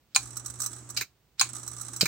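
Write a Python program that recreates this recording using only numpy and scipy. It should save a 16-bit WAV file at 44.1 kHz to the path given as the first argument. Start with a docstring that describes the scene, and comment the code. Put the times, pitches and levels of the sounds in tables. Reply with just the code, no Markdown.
"""A faint scuff over quiet workshop air, then a relay clicks and a solenoid plunger slams home.
A small water valve, close up on a workbench, is switched on and off twice. While it is on, the coil
hums, the armature chatters with the mains and a little water rushes. Then the relay lets go and the
plunger springs back; the second release comes with a dull thump on the bench.
Metal contacts are coloured noise bursts plus decaying modes; some add an impulse with echoes."""
import sys
import numpy as np
from scipy import signal
from scipy.fft import rfft, irfft, next_fast_len
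from scipy.io import wavfile

SR = 44100
rng = np.random.default_rng(int(sys.argv[2]) if len(sys.argv) > 2 else 0)


def pcm_store(signal):
    """Save signal as 16-bit PCM."""
    levels = np.round(np.clip(np.atleast_2d(signal), -1, 1) * 32767)
    wavfile.write(sys.argv[1], SR, levels.astype(np.int16).T)


N = 91331

MAINS_HZ, ROOM_T60_S = 60, .17
RELAY_ATTACK_S, SLAM_ATTACK_S, RELEASE_SNAP_DB = .0005, .0009, 7

# coil energised (on [s], off [s])
RUNS_S = [(.174, 1.015), (1.416, 2.06)]
# events, bounces included (time [s], level [dB])
SCUFF_EVENTS = [(.093, -71), (1.373, -46)]
RELAY_CLOSES = [(.1476, -21.5), (.1535, -20), (1.3957, -15.5), (1.4015, -23)]
PLUNGER_SLAMS = [(.1606, -10.5), (1.4112, -9)]
ARMATURE_TICKS = [(.2306, -34), (.2576, -35), (.2751, -38), (.3071, -36), (.331, -40), (.3588, -37),
                  (.3973, -33), (.4486, -37), (.4818, -34), (.5001, -31), (.5393, -38), (.5571, -39),
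                  (.5896, -39), (.5968, -35), (.6343, -27), (.6494, -29), (.7166, -38), (.7319, -32),
                  (.765, -36), (.7853, -38), (.8911, -36), (.9466, -38), (1.4906, -34), (1.4984, -35),
                  (1.5332, -30), (1.5507, -31), (1.5554, -31), (1.5661, -30), (1.5839, -35), (1.5974, -37),
                  (1.6321, -32), (1.6648, -34), (1.715, -34), (1.7336, -34), (1.7657, -33), (1.7831, -34),
                  (1.7982, -35), (1.8313, -36), (1.8502, -34), (1.8644, -36), (1.8837, -30), (1.9335, -30),
                  (1.9402, -35), (1.9997, -35)]
ARMATURE_RATTLES = [(.3678, -28.5), (.4592, -29.5), (.5005, -38), (.6012, -28), (.6177, -25.5), (.638, -31),
                    (.6602, -24.5), (.9, -32.5), (1.6765, -30.5), (1.8108, -31.5), (1.9617, -30)]
RELAY_OPENS = [(.9652, -30.5), (.9715, -24.5), (.9755, -23), (2.0095, -16.5), (2.0135, -18)]
PLUNGER_RETURNS = [(1.0097, -24.5), (1.0215, -33), (2.0556, -22), (2.0612, -29.5)]
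# armature chatter contour (time [s], level [dB])
CHATTER_CONTOUR = [(.2, -42.5), (.33, -50.5), (.43, -58), (.58, -50), (.68, -43), (.8, -49.5), (.88, -72),
                   (.92, -62), (1.45, -42), (1.52, -59), (1.58, -45), (2.0, -45.5)]
# coil hum (mains multiple [1], level [dB])
HUM_HARMONICS = [(1, -72), (2, -50.5), (3, -77.5), (6, -73)]

# resonances (frequency [Hz], level [dB], t60 [s])
RELAY_MODES = [(2293, -9, .05), (2412, -5, .08), (3095, -8, .1), (4005, -2, .1), (4600, -5, .05),
               (4953, 2, .08), (5200, -5, .045), (7450, -6, .05)]
VALVE_BODY_MODES = [(790, -13, .07), (1047, -4, .085), (1470, -10, .06), (2325, -7, .06), (2425, -1, .07),
                    (2627, -5, .07), (4010, -2, .08), (4216, -4, .07), (6440, -1, .09), (6860, -4, .08),
                    (8020, -6, .08), (9050, -9, .06)]
ARMATURE_MODES = [(1185, -6, .08), (1290, -11, .06), (3990, -11, .09), (5895, -2, .14), (5985, -5, .14),
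                  (6570, -7, .07), (7460, -5, .12), (7730, 0, .1), (7835, 0, .11), (8020, -5, .1)]
BENCH_MODES = [(130.2, -6.5, .11), (170, 2, .054), (306, 4, .022), (462, 1.5, .028), (591, -5.5, .039)]

# source spectra (frequency [Hz], relative level [dB])
AIR_SPECTRUM = [(20, -21), (40, -11), (62, 5), (85, -3), (120, 1.5), (170, -4), (300, -8), (600, -12.5),
                (1500, -18), (4000, -19), (9000, -25), (11000, -31.5), (16000, -17.5)]
SCUFF_SPECTRUM = [(300, -22), (1200, 5), (4000, 7.5), (7500, 1), (11000, -18.5)]
RELAY_CLOSE_SPECTRUM = [(180, -82.5), (300, -45.5), (915, -35), (1410, -20), (2210, -30.5), (2610, -35),
                        (3400, -20), (4090, -3.5), (4990, -4), (6410, -19.5), (8360, -9), (9550, -23),
                        (10700, -49.5), (15000, -24.5), (16000, -10.5)]
SLAM_SPECTRUM = [(60, -39.5), (300, -37), (560, -38), (680, -15), (790, -6), (930, -14.5), (1050, -9),
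                 (1650, -7), (1900, -14.5), (2150, -9), (2400, 0), (2700, -12.5), (3050, -13.5),
                 (3650, -12), (4100, -3.5), (4750, -16.5), (5600, -11.5), (6700, 2), (8000, -7), (9300, -7),
                 (10600, -33), (12100, -24), (15500, -22)]
WATER_SPECTRUM = [(25, -28), (42, -20.5), (60, 7), (80, 2), (140, -3.5), (190, -3.5), (280, 1), (355, 0),
                  (450, -10.5), (800, -10.5), (1250, -9), (1700, -14), (2600, -20), (4500, -22),
                  (7800, -3.5), (11000, -31)]
SNAP_SPECTRUM = [(700, -31), (1250, -9), (2000, -26.5), (3400, -26), (5000, -21), (6000, -8.5),
                 (7000, -7.5), (7900, 2), (8900, 1.5), (9900, -5.5), (10800, -26.5), (13500, -15.5),
                 (15500, -18.5)]
TICK_SPECTRUM = [(400, -33), (800, -12), (1000, -21.5), (1200, -4), (1700, -16), (2300, -23.5),
                 (3400, -19.5), (4050, -12), (4700, -18.5), (5600, -11), (5900, -2.5), (6150, -15.5),
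                 (6550, -7), (7100, -16.5), (7500, -4), (7820, 3.5), (8150, -11), (9200, -9.5),
                 (11000, -35.5), (14000, -21), (16000, -27)]
RATTLE_SPECTRUM = [(350, -54.5), (600, -20.5), (919, -28), (1080, -11.5), (1230, -5.5), (2150, -25.5),
                   (3120, -21), (3340, -33), (3990, -8), (4650, -14.5), (5560, -2.5), (5870, 1.5),
                   (6640, 0.5), (7020, -8.5), (7730, 7), (8740, -2.5), (10200, -8), (10900, -20),
                   (13600, -7), (16000, -9.5)]
RELAY_OPEN_SPECTRUM = [(290, -51.5), (500, -18.5), (960, -22), (1420, -10), (1840, -14.5), (2390, -6.5),
                       (3150, -8.5), (3440, -14.5), (4030, -1.5), (4940, -1.5), (6420, -8), (7420, -7.5),
                       (10500, -22.5), (14000, -13), (16000, -20)]
RETURN_SPECTRUM = [(240, -20.5), (400, -14), (570, -33), (1490, -8.5), (2000, -10.5), (2400, -0.5),
                   (3210, -26), (3870, -7), (5780, -15), (6340, -6.5), (9320, -23), (10900, -35),
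                   (12900, -13.5), (15300, -14), (16000, -15)]

# stereo width (frequency [Hz], side over mid [dB])
STEREO_WIDTH = [(100, -14), (700, -11), (1300, -9), (2400, -3), (4400, -1), (8000, -1), (15000, 0)]
# stereo balance (frequency [Hz], left over right [dB])
STEREO_BALANCE = [(100, -4), (400, -3.5), (1000, -2), (2400, -1), (4400, -1), (8000, -4.5), (15000, 1)]


def amp(db):
    """Decibels to gain."""
    return 10 ** (np.asarray(db) / 20)


def unit(x):
    """Scale to rms 1."""
    return x / np.sqrt(np.mean(x ** 2) + 1e-20)


def gain_at(curve, hz):
    """Gain of a (Hz, dB) curve, read on a log axis."""
    knots_hz, db = np.transpose(curve)
    return amp(np.interp(np.log(hz + 1), np.log(knots_hz + 1), db))


def filtered(x, gain):
    """Zero-phase filter with response gain(hz)."""
    size = next_fast_len(x.shape[-1] + 8192)
    return irfft(rfft(x, size) * gain(np.fft.rfftfreq(size, 1 / SR)), size)[..., :x.shape[-1]]


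def coloured(x, spectrum, size=4096):
    """Minimum-phase colouring; keeps the power of white noise."""
    gain = unit(gain_at(spectrum, np.fft.rfftfreq(size, 1 / SR)))
    cepstrum = irfft(np.log(gain + 1e-6))
    cepstrum[1:size // 2] *= 2
    cepstrum[size // 2 + 1:] = 0
    response = irfft(np.exp(rfft(cepstrum)))
    return signal.fftconvolve(x, response[None], axes=1)[:, :x.shape[1]]


def width_rad(hz):
    """Mid/side angle; 0 is mono."""
    return np.arctan(gain_at(STEREO_WIDTH, hz))


def stereo_noise(count):
    """White noise, nearly mono in the bass, wide in the treble."""
    split = lambda hz: np.array([np.cos(width_rad(hz)), np.sin(width_rad(hz))])
    mid, side = filtered(rng.standard_normal((2, count)), split)
    return np.array([mid + side, mid - side])


def onset(t, attack_s):
    """Smooth rise, 0 to 1."""
    return 1 - np.exp(-(t / attack_s) ** 2)


def contact(spectrum, attack_s, crack_t60_s, ring_db, ring_t60_s, room_db, pan_db):
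    """Noise burst: crack, dense ring of the parts, room tail. Negative pan is right."""
    t = np.arange(SR // 3) / SR
    decays = [(0, crack_t60_s), (ring_db, ring_t60_s), (room_db, ROOM_T60_S)]
    power = sum(amp(db - 60 * t / t60_s) ** 2 for db, t60_s in decays)
    envelope = np.sqrt(power) * onset(t, attack_s)
    burst = stereo_noise(len(t)) * envelope / envelope.max()
    return coloured(burst, spectrum) * amp([[pan_db / 2], [-pan_db / 2]])


def ring(modes, level_db, attack_s=.00033):
    """Decaying modes; the higher ones reach the two microphones out of step."""
    t = np.arange(SR // 3) / SR
    out = 0
    for hz, db, t60_s in modes:
        phase = rng.uniform(0, 2 * np.pi) + np.array([[1], [-1]]) * rng.choice([-1, 1]) * width_rad(hz)
        envelope = amp(level_db + db + rng.normal() - 60 * t / t60_s)
        out = out + envelope * np.sin(2 * np.pi * hz * t + phase)
    return out * onset(t, attack_s)


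def snap(echoes=7, echo_db=-14, near_s=.0008, far_s=.0055):
    """Hard, instant contact with echoes off things on the bench."""
    x = np.zeros((2, SR // 3))
    x[0, 1], x[1, 0] = 1, 1  # right leads by one sample
    delays_s = np.linspace(near_s, far_s, echoes) * rng.uniform(.9, 1.1, (2, echoes))
    x[[[0], [1]], (delays_s * SR).astype(int)] += amp(echo_db) * rng.choice([-1, 1], (2, echoes))
    return coloured(x, SNAP_SPECTRUM) * amp([[-3], [3]])


def play(events, sound):
    """Place sound() at each (time [s], level [dB])."""
    out = np.zeros((2, N + SR))
    for time_s, db in events:
        x = sound()
        out[:, round(time_s * SR):][:, :x.shape[-1]] += amp(db) * x
    return out[:, :N]


def air(level_db=-67):
    """Steady, quiet workshop noise."""
    return amp(level_db) * unit(coloured(stereo_noise(N), AIR_SPECTRUM))


def scuffs():
    """A soft scuff ahead of each switch-on."""
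    return play(SCUFF_EVENTS, lambda: contact(SCUFF_SPECTRUM, attack_s=.034, crack_t60_s=.36,
                                              ring_db=-5, ring_t60_s=.15, room_db=-14, pan_db=-3))


def relay():
    """Contacts bounce: bright clicks on closing, dry snaps on letting go."""
    def close():
        click = contact(RELAY_CLOSE_SPECTRUM, RELAY_ATTACK_S, crack_t60_s=.0087,
                        ring_db=-7.5, ring_t60_s=.05, room_db=-12.5, pan_db=-1.5)
        return click + ring(RELAY_MODES, level_db=-15, attack_s=.0011)

    def let_go():
        click = contact(RELAY_OPEN_SPECTRUM, RELAY_ATTACK_S, crack_t60_s=.017,
                        ring_db=-6.5, ring_t60_s=.055, room_db=-11, pan_db=-2)
        return click + ring(RELAY_MODES, level_db=-7, attack_s=.00053) + amp(RELEASE_SNAP_DB) * snap()

    return play(RELAY_CLOSES, close) + play(RELAY_OPENS, let_go)


def plunger():
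    """Plunger hits its seat, later springs back and bounces; each blow rings the valve body."""
    def slam():
        blow = contact(SLAM_SPECTRUM, SLAM_ATTACK_S, crack_t60_s=.012,
                       ring_db=-16, ring_t60_s=.065, room_db=-24.5, pan_db=-.7)
        return blow + ring(VALVE_BODY_MODES, level_db=-14, attack_s=.0022)

    def spring_back():
        blow = contact(RETURN_SPECTRUM, SLAM_ATTACK_S, crack_t60_s=.055,
                       ring_db=-2.5, ring_t60_s=.073, room_db=-21.5, pan_db=-1)
        body = ring(VALVE_BODY_MODES, level_db=-15.5, attack_s=.0023)
        return blow + body + amp(RELEASE_SNAP_DB) * snap()

    return play(PLUNGER_SLAMS, slam) + play(PLUNGER_RETURNS, spring_back)


def energised(rise_s=.025, fall_s=.036):
    """How far the valve is on, 0 to 1."""
    t = np.arange(N) / SR
    return sum(np.clip((t - on_s) / rise_s, 0, 1) * np.clip(1 - (t - off_s) / fall_s, 0, 1)
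               for on_s, off_s in RUNS_S)


def coil():
    """Mains hum, strongest at the second harmonic."""
    t = np.arange(N) / SR
    hum = sum(amp(db) * np.sqrt(2) * np.sin(2 * np.pi * (k * MAINS_HZ * t + rng.random()))
              for k, db in HUM_HARMONICS)
    return energised() * hum


def water(level_db=-52):
    """Light rush through the open valve."""
    return amp(level_db) * energised() * unit(coloured(stereo_noise(N), WATER_SPECTRUM))


def chatter_events(jitter_s=.00056, spread_db=1.5, flutter_db=-3):
    """Faint mains-locked contacts, one and four per cycle: (time [s], level [dB])."""
    events = []
    for on_s, off_s in RUNS_S:
        for per_cycle, db in ((1, 0), (4, flutter_db)):
            late, weak = rng.standard_normal((2, SR // 100))
            times_s = on_s + np.arange(len(late)) / (per_cycle * MAINS_HZ) + jitter_s / per_cycle * late
            levels_db = np.interp(times_s, *np.transpose(CHATTER_CONTOUR)) + db - spread_db * weak
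            held = times_s < off_s - .05
            events += zip(times_s[held], levels_db[held])
    return events


def armature(snap_db=13):
    """The held armature chatters with the mains, ticks sharply on some cycles, at times rattles."""
    click = amp(snap_db) * snap()
    to_right = amp([[-2], [2]])

    def tick(burst_db=-8.5):
        burst = contact(TICK_SPECTRUM, attack_s=.0015, crack_t60_s=.025,
                        ring_db=0, ring_t60_s=.056, room_db=-18.5, pan_db=-3)
        return click + amp(burst_db) * burst + to_right * ring(ARMATURE_MODES, level_db=-19)

    def rattle():
        burst = contact(RATTLE_SPECTRUM, attack_s=.0012, crack_t60_s=.015,
                        ring_db=14, ring_t60_s=.055, room_db=-44, pan_db=-2)
        return burst + to_right * ring(ARMATURE_MODES, level_db=-12)

    chatter_ticks = [tick(burst_db=-8) for _ in range(4)]
    chatter = lambda: chatter_ticks[rng.integers(len(chatter_ticks))]
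    return play(ARMATURE_RATTLES, rattle) + play(ARMATURE_TICKS, tick) + play(chatter_events(), chatter)


def bench(start_s=2.0255, level_db=-18, attack_s=.0023, highpass_hz=125):
    """A dull, soft thump rings the bench briefly."""
    t = np.arange(SR // 3) / SR
    modes = sum(amp(db - 60 * t / t60_s) * np.sin(2 * np.pi * hz * t) for hz, db, t60_s in BENCH_MODES)
    highpass = signal.butter(3, highpass_hz, "high", fs=SR, output="sos")
    thump = signal.sosfilt(highpass, modes * onset(t, attack_s))
    return play([(start_s, level_db)], lambda: thump) * amp([[-1.2], [1.2]])


def scene():
    """All sources; the valve sits a little to the right."""
    mix = air() + scuffs() + relay() + plunger() + coil() + water() + bench() + armature()
    return filtered(mix, lambda hz: gain_at(STEREO_BALANCE, hz) ** np.array([[.5], [-.5]]))


def record(dry, cutoff_hz=15900):
    """Steep low-pass band limit."""
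    return signal.sosfilt(signal.ellip(10, .1, 80, cutoff_hz, fs=SR, output="sos"), dry)


dry = scene()
out = record(dry)
pcm_store(out)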